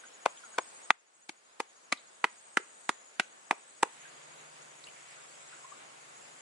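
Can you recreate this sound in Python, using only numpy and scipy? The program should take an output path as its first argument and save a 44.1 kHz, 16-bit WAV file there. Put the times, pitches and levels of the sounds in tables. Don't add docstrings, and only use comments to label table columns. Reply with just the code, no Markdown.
import sys
import numpy as np
from scipy import signal
from scipy.fft import rfft, irfft, next_fast_len
from scipy.io import wavfile
from scipy.ndimage import uniform_filter1d, map_coordinates

SR = 44100
rng = np.random.default_rng(int(sys.argv[2]) if len(sys.argv) > 2 else 0)


def wav_record(signal):
    frames = np.transpose(np.atleast_2d(signal))
    bounded = np.clip(frames, -1, 1)
    quanta = np.round(bounded * 32767).astype(np.int16)
    wavfile.write(sys.argv[1], SR, quanta)


N = 282664
REST_S = 3.82


def amp(db):
    return 10 ** (np.asarray(db) / 20)


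def unit(x):
    return x / np.sqrt(np.mean(x ** 2) + 1e-20)


def along(points, hz):
    f, values = np.transpose(points)
    return np.interp(np.log(hz + 1), np.log(f + 1), values)


def wobble(rate):
    return map_coordinates(rng.standard_normal(int(N * rate / SR) + 4), [np.arange(N) * rate / SR])


def swell(s, half_s):
    return np.exp(-((np.arange(N) / SR - s) / half_s) ** 2)


def at_rest(fade_s=0.19):
    return np.clip((np.arange(N) / SR - REST_S) / fade_s, 0, 1)


def filtered(x, response):
    n = x.shape[-1]
    padded = next_fast_len(n + SR // 10)
    return irfft(rfft(x, padded) * response(np.fft.rfftfreq(padded, 1 / SR)), padded)[..., :n]


def resonance(f, hz, q):
    return 1j * f * hz / q / (hz * hz - f * f + 1j * f * hz / q)


def add(track, s, sound):
    part = track[:, max(round(s * SR), 0):][:, :sound.shape[-1]]
    part += sound[..., :part.shape[-1]]


def rush(spectrum, patchy_db):
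    # f/Hz, coherence
    coherence = [(60, 0.68), (170, 0.53), (500, -0.35), (1430, -0.3), (4110, 0.069), (11800, 0.52)]
    spectra = signal.stft(rng.standard_normal((2, N)), nperseg=512)[2]
    patches = uniform_filter1d(rng.standard_normal(spectra.shape[1:]), size=6, axis=0)
    patches = uniform_filter1d(patches, size=14, axis=1)
    pair = signal.istft(spectra * amp(patchy_db * unit(patches)), nperseg=512)[1][:, :N]
    angle = lambda f: np.arccos(np.clip(along(coherence, f), -1, 1)) / 2
    mid, side = filtered(pair, lambda f: amp(along(spectrum, f)) * [np.cos(angle(f)), np.sin(angle(f))])
    return unit(np.array([mid + side, mid - side]))


def forest(rustle_db=-56.5, hiss_db=-61.5, stir_db=.7):
    # f/Hz, relative spectral level/dB
    rustle_spectrum = [(30, -31), (60, -30), (90, -19), (130, -16), (200, -9), (300, -5.5), (420, -1.5),
                       (520, 1.5), (1500, 0), (2100, -4), (3000, -8), (4200, -16.5), (7000, -40)]
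    # f/Hz, relative spectral level/dB
    hiss_spectrum = [(1200, -17.5), (2200, 0.5), (3200, 4), (4200, 3.5), (5200, 3), (8800, -0.5),
                     (9500, -1), (10900, -1), (12000, -30)]
    rustle = amp(rustle_db + stir_db * wobble(17)) * rush(rustle_spectrum, patchy_db=0.82)
    return rustle + amp(hiss_db) * rush(hiss_spectrum, patchy_db=2.2)


def buzz(hz, width_hz):
    lowpass = lambda f: 1 / (1 + (f / width_hz) ** 4) ** .5
    in_phase, quadrature = filtered(rng.standard_normal((2, 2, len(hz))), lowpass)
    phase = 2 * np.pi * np.cumsum(hz) / SR
    return unit(in_phase * np.cos(phase) + quadrature * np.sin(phase))


def cicadas(tymbal_hz=70.5, fall_hz=340, pulse_depth=.55, climb_hz_per_db=14):
    # f/Hz, level/dB, half width/Hz
    chorus = [(8020, -67, 140), (7350, -72, 540)]
    # t/s, duration/s, top f/Hz, top level/dB, half width/Hz
    calls = [(0.202, 0.67, 8160, -57.5, 100), (1.06, .2, 8120, -57.5, 90), (1.897, 0.96, 8190, -56.5, 99),
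             (2.499, 0.57, 7000, -58, 150), (3.221, 0.67, 8030, -58, 80), (3.852, 0.58, 7350, -68, 170),
             (4.349, 1.38, 7950, -64.5, 110), (4.753, 0.98, 7600, -62.5, 210), (5.95, 0.41, 7350, -63, 120)]
    attack_s, release_s, swell_db, flutter_db = 0.059, .14, 9, 0.6
    out = sum(amp(db) * buzz(np.full(N, hz), width_hz) for hz, db, width_hz in chorus)
    for s, length, hz, db, width_hz in calls:
        t = np.arange(round((length + release_s) * SR)) / SR
        effort_db = -swell_db * np.maximum(1 - t / length, 0) ** 2
        gate = np.clip(np.minimum(t / attack_s, 1 - (t - length) / release_s), 0, 1)
        beat = (t * tymbal_hz) % 1
        pulses = unit(1 - pulse_depth * np.cos(2 * np.pi * beat))
        pitch = hz + climb_hz_per_db * effort_db + fall_hz * (.5 - beat)
        gain = amp(db + effort_db + flutter_db * wobble(25)[:len(t)])
        add(out, s, gain * gate * pulses * buzz(pitch, width_hz))
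    return out


def cricket(strokes_per_s=12.95, top_hz=6830, fall_hz=270, blur_hz=30, db=-59.5, fade_db_per_s=0.94):
    t = np.arange(N) / SR
    cycle = ((t - .04) * strokes_per_s) % 1
    stroke = np.sin(np.pi * np.clip(cycle / 0.87, 0, 1)) ** 2
    hz = top_hz - fall_hz * cycle + blur_hz * np.array([wobble(300), wobble(300)])
    vigour = amp(1.5 * wobble(10))
    note = unit(stroke * vigour * np.sin(2 * np.pi * np.cumsum(hz, axis=1) / SR))
    ring = unit(filtered(rng.standard_normal((2, N)), lambda f: resonance(f, hz=6695, q=55) ** 2))
    echo_share = np.minimum(.02 + .13 * t, .7)
    return amp(db - fade_db_per_s * t) * (np.sqrt(1 - echo_share) * note + np.sqrt(echo_share) * ring)


def drips(rise=0.126, attack_s=0.0011):
    # t/s, starting f/Hz, level/dB, T60/s
    drops = [(0.036, 1486, -47.5, 0.078), (0.436, 1395, -47.5, 0.1), (.538, 1500, -48.5, 0.055),
             (4.051, 1587, -54, 0.18), (5.169, 1430, -55, 0.12), (5.523, 1433, -51.5, 0.16),
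             (5.64, 1040, -51.5, 0.17), (5.718, 1150, -45.5, 0.089)]
    out, t = np.zeros((2, N)), np.arange(SR // 5) / SR
    for s, hz, db, t60 in drops:
        bubble = np.sin(2 * np.pi * hz * (t + rise * t * t / t60))
        splash = unit(filtered(rng.standard_normal((2, len(t))), lambda f: resonance(f, hz, q=7.7) ** 2))
        envelope = amp(db - 60 * t / t60) * (1 - np.exp(-t / attack_s))
        add(out, s, envelope * (0.85 * bubble + 1.1 * splash))
    return out


def crackle(envelope, apart):
    shape = (3, len(envelope))
    spikes = rng.standard_normal(shape) * amp(3.1 * rng.standard_normal(shape))
    pair = (spikes[0] + apart * spikes[1:]) * envelope
    return pair / np.sqrt(np.sum(pair ** 2) / 2)


def slab_radiation(f, notch_hz, notch_q=5.5, notch_depth=.8):
    # f/Hz, Q, depth (0-1)
    hollows = [(1800, 5.7, 0.7), (2650, 33, 0.7)]
    notches = hollows + [(notch_hz, notch_q, notch_depth)]
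    return np.prod([1 - depth * resonance(f, hz, q) for hz, q, depth in notches], axis=0)


def pounding(lead_s=.006, crush_t60=0.017, crunch_t60=0.023, spray_t60=0.13):
    # t/s, knock level/dB; thud, clack, grit level/dB re knock; thud, knock, clack, notch f/Hz;
    # level/dB of the crunch after contact and of the crushing before it
    blows = [(0.2612, -25.5, -4.5, -6, -13.5, 624, 880, 1800, 1700, -9, 2.5),
             (0.5862, -29, -5, -5.5, -10.5, 675, 946, 1470, 365, 1.5, 10.5),
             (0.9055, -20.5, -20.5, -2, -14.5, 330, 1138, 1456, 550.4, -7.5, -22.5),
             (1.293, -39, -2.5, 4, 5, 348, 910, 1920, 563, 4, -1.5),
             (1.6023, -27, -3.5, -5.5, -6, 485, 896, 2020, 740, 0, -2.5),
             (1.9245, -23.5, -14.5, 0.5, -4.5, 293, 1170, 1990, 399, 5.5, -5.5),
             (2.2421, -21.5, -11.5, -1, -12.5, 456, 1020, 1620, 577, 5.5, -25),
             (2.5717, -24, -7.5, 0, -6.5, 445, 1200, 1360, 680, 0.5, -20),
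             (2.8924, -25.5, -10.5, -0.5, -4, 398, 1040, 1590, 403, -4.5, -20),
             (3.1973, -30, -6.5, 7, -0.5, 402, 850, 1800, 367, 1.5, -25),
             (3.5103, -21, -12, -4, -13, 410, 934, 1610, 530, -6, -35),
             (3.5252, -41, -4, -12.5, -18, 450, 910, 1677, 500, 6, -23),
             (3.8318, -19.5, -7.5, -7, -9.5, 550, 900, 1400, 600, -10.5, 0.5)]
    # f/Hz, relative spectral level/dB
    grit_spectrum = [(1800, -32.5), (2900, -4), (3500, -7.5), (4200, -3.5), (5000, -8), (7000, -6),
                     (10500, -14), (12500, -9)]
    spray_db, push_db, crack_db, rms_span_s = -23, -30, -12, .02
    out = np.zeros((2, N))
    t = (np.arange(SR // 12) - round(lead_s * SR)) / SR
    approach = (t < 0) * amp(-60 * abs(t) / crush_t60)
    contact = (t == 0) * 1.
    settle = (t > 0) * amp(-60 * abs(t) / crunch_t60)
    spray = settle + (t > 0) * amp(spray_db - 60 * abs(t) / spray_t60)
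    for s, knock_db, thud_db, clack_db, grit_db, *timbre in blows:
        thud_hz, knock_hz, clack_hz, notch_hz, crunch_db, crush_db = timbre

        def ring(body, after_db, before_db, apart, tail=settle):
            crunch = amp(crunch_db + after_db) * crackle(tail, apart)
            crush = amp(crush_db + before_db) * crackle(approach, apart)
            force = contact + crunch + crush
            return unit(filtered(force, lambda f: body(f) * slab_radiation(f, notch_hz)))

        push = lambda f: amp(push_db) * resonance(f, hz=91.4, q=0.43)
        thud_modes = lambda f: resonance(f, 0.53 * thud_hz, q=0.99) * resonance(f, thud_hz, q=2.46)
        clack_modes = lambda f: (resonance(f, clack_hz, q=2.5) * resonance(f, clack_hz, q=1)
                                 * resonance(f, hz=2305, q=1))
        stone_mode = lambda f: resonance(f, hz=3230, q=3) ** 2
        thud = ring(lambda f: thud_modes(f) + push(f), after_db=-2, before_db=-13, apart=.5)
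        knock = ring(lambda f: resonance(f, knock_hz, q=1.36) ** 2,
                     after_db=-1.5, before_db=-7, apart=0.35)
        clack = ring(clack_modes, after_db=2, before_db=-2.5, apart=0.63)
        crack = ring(stone_mode, after_db=1.5, before_db=-2, apart=1)
        grit = ring(lambda f: amp(along(grit_spectrum, f)), after_db=5, before_db=3, apart=1.7, tail=spray)
        blow = knock + amp(thud_db) * thud + amp(grit_db) * grit
        blow += amp(clack_db) * (clack + amp(crack_db) * crack)
        blow *= amp(knock_db) * np.sqrt(rms_span_s * SR / len(t))
        pan_db = np.interp(s, [0, 2.27], [3.2, -.5])
        add(out, s - lead_s, blow * amp([[pan_db / 2], [-pan_db / 2]]))
    return out


def off_axis(x):
    # f/Hz, phase/rad
    left_lead = [(100, -2.1), (400, 0.77), (650, 0.73), (1100, -1.2), (1500, 0.77), (2500, -1.3),
                 (4000, 0.45)]
    return filtered(x, lambda f: np.exp(1j * along(left_lead, f) * np.array([[.5], [-.5]])))


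def overhang(x):
    # f/Hz, T60/s
    decay_times = [(200, 0.16), (1500, 0.27), (4000, 0.33), (10000, 0.13)]
    out, size = np.zeros((2, N)), SR // 3
    for start in range(0, round(REST_S * SR), size):
        hz, t, spectra = signal.stft(rng.standard_normal((2, size)), SR, nperseg=256)
        decay = amp(-60 * t / along(decay_times, hz)[:, None])
        tail = signal.istft(spectra * decay, SR, nperseg=256)[1]
        tail /= np.linalg.norm(tail[0])
        add(out, start / SR, signal.fftconvolve(x[:, start:start + size], tail, axes=1))
    return out


def clicks_and_pings(click_t60=0.0022):
    # t/s, f/Hz, level/dB, T60/s, click level/dB
    transients = [(.372, 3130, -52.5, .072, -55), (.9045, 6750, -27, .016, -42),
                  (1.972, 3970, -49, 0.14, -50), (2.272, 1690, -46, 0.059, -46),
                  (2.597, 424, -44.5, 0.1, -50), (3.229, 6650, -54, 0.2, -44),
                  (3.830, 8100, -21.5, 0.017, -37), (3.852, 420, -46, 0.093, -47.5),
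                  (4.8396, 3950, -43.5, 0.026, -37), (4.870, 2730, -47, 0.039, -31),
                  (4.886, 2700, -49.5, 0.055, -33), (4.962, 2100, -54, 0.11, -51),
                  (5.105, 9000, -54, .032, -46)]
    out, t = np.zeros((2, N)), np.arange(SR // 5) / SR
    for s, hz, db, t60, click_db in transients:
        noise = crackle(np.ones(len(t)), apart=0.65)
        band = unit(filtered(noise, lambda f: resonance(f, hz, q=4) ** 2))
        click = crackle(amp(-60 * t / click_t60), apart=0.61)
        add(out, s, amp(db - 60 * t / t60) * band + amp(click_db) * click)
    return out


def dip(start_s=.908, attack_s=.012, hold_s=0.14, recovery_s=0.54):
    dip_db, recovered_db, rest_db = -13.5, -3, 1.2
    t = np.arange(N) / SR - start_s
    held = np.exp(-np.maximum(t - hold_s, 0) / recovery_s)
    db = np.clip(t / attack_s, 0, 1) * (recovered_db + (dip_db - recovered_db) * held)
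    return amp(db + (rest_db - db) * at_rest())


def rubbing(light_db=-66.5):
    # t/s, half duration/s, level/dB re light rubbing
    strokes = [(4.06, 0.12, 4.4), (5.12, 0.1, 5.8)]
    slips = crackle(amp(2.5 * wobble(30)), apart=1.8)
    grains = filtered(slips, lambda f: resonance(f, hz=2200, q=1.57) ** 2)
    firm_db = sum(db * swell(s, half_s) for s, half_s, db in strokes)
    return at_rest() * amp(light_db + firm_db) * unit(grains)


def drone(upper_hz=155, lower_hz=134, upper_db=-81.5, lower_db=-83, swell_db=8, waver_hz=1.48):
    tone = lambda hz: unit(np.sin(2 * np.pi * np.cumsum(hz + waver_hz * wobble(1.6)) / SR))
    upper = amp(upper_db + swell_db * swell(s=4.4, half_s=0.35)) * tone(upper_hz)
    return at_rest() * (upper + amp(lower_db) * tone(lower_hz))


def scene():
    blows = off_axis(pounding())
    reverberation = amp(-23) * overhang(blows)
    ambience = (cicadas() + cricket() + forest()) * amp([[.4], [-.4]])
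    return dip() * (blows + reverberation + ambience + clicks_and_pings() + rubbing() + drips() + drone())


def record(dry, ceiling=.93, cutoff_hz=11200):
    rounded = dry / (1 + (dry / ceiling) ** 8) ** (1 / 8)
    return filtered(rounded, lambda f: 1 / (1 + (f / cutoff_hz) ** 70))


dry = scene()
out = record(dry)
wav_record(out)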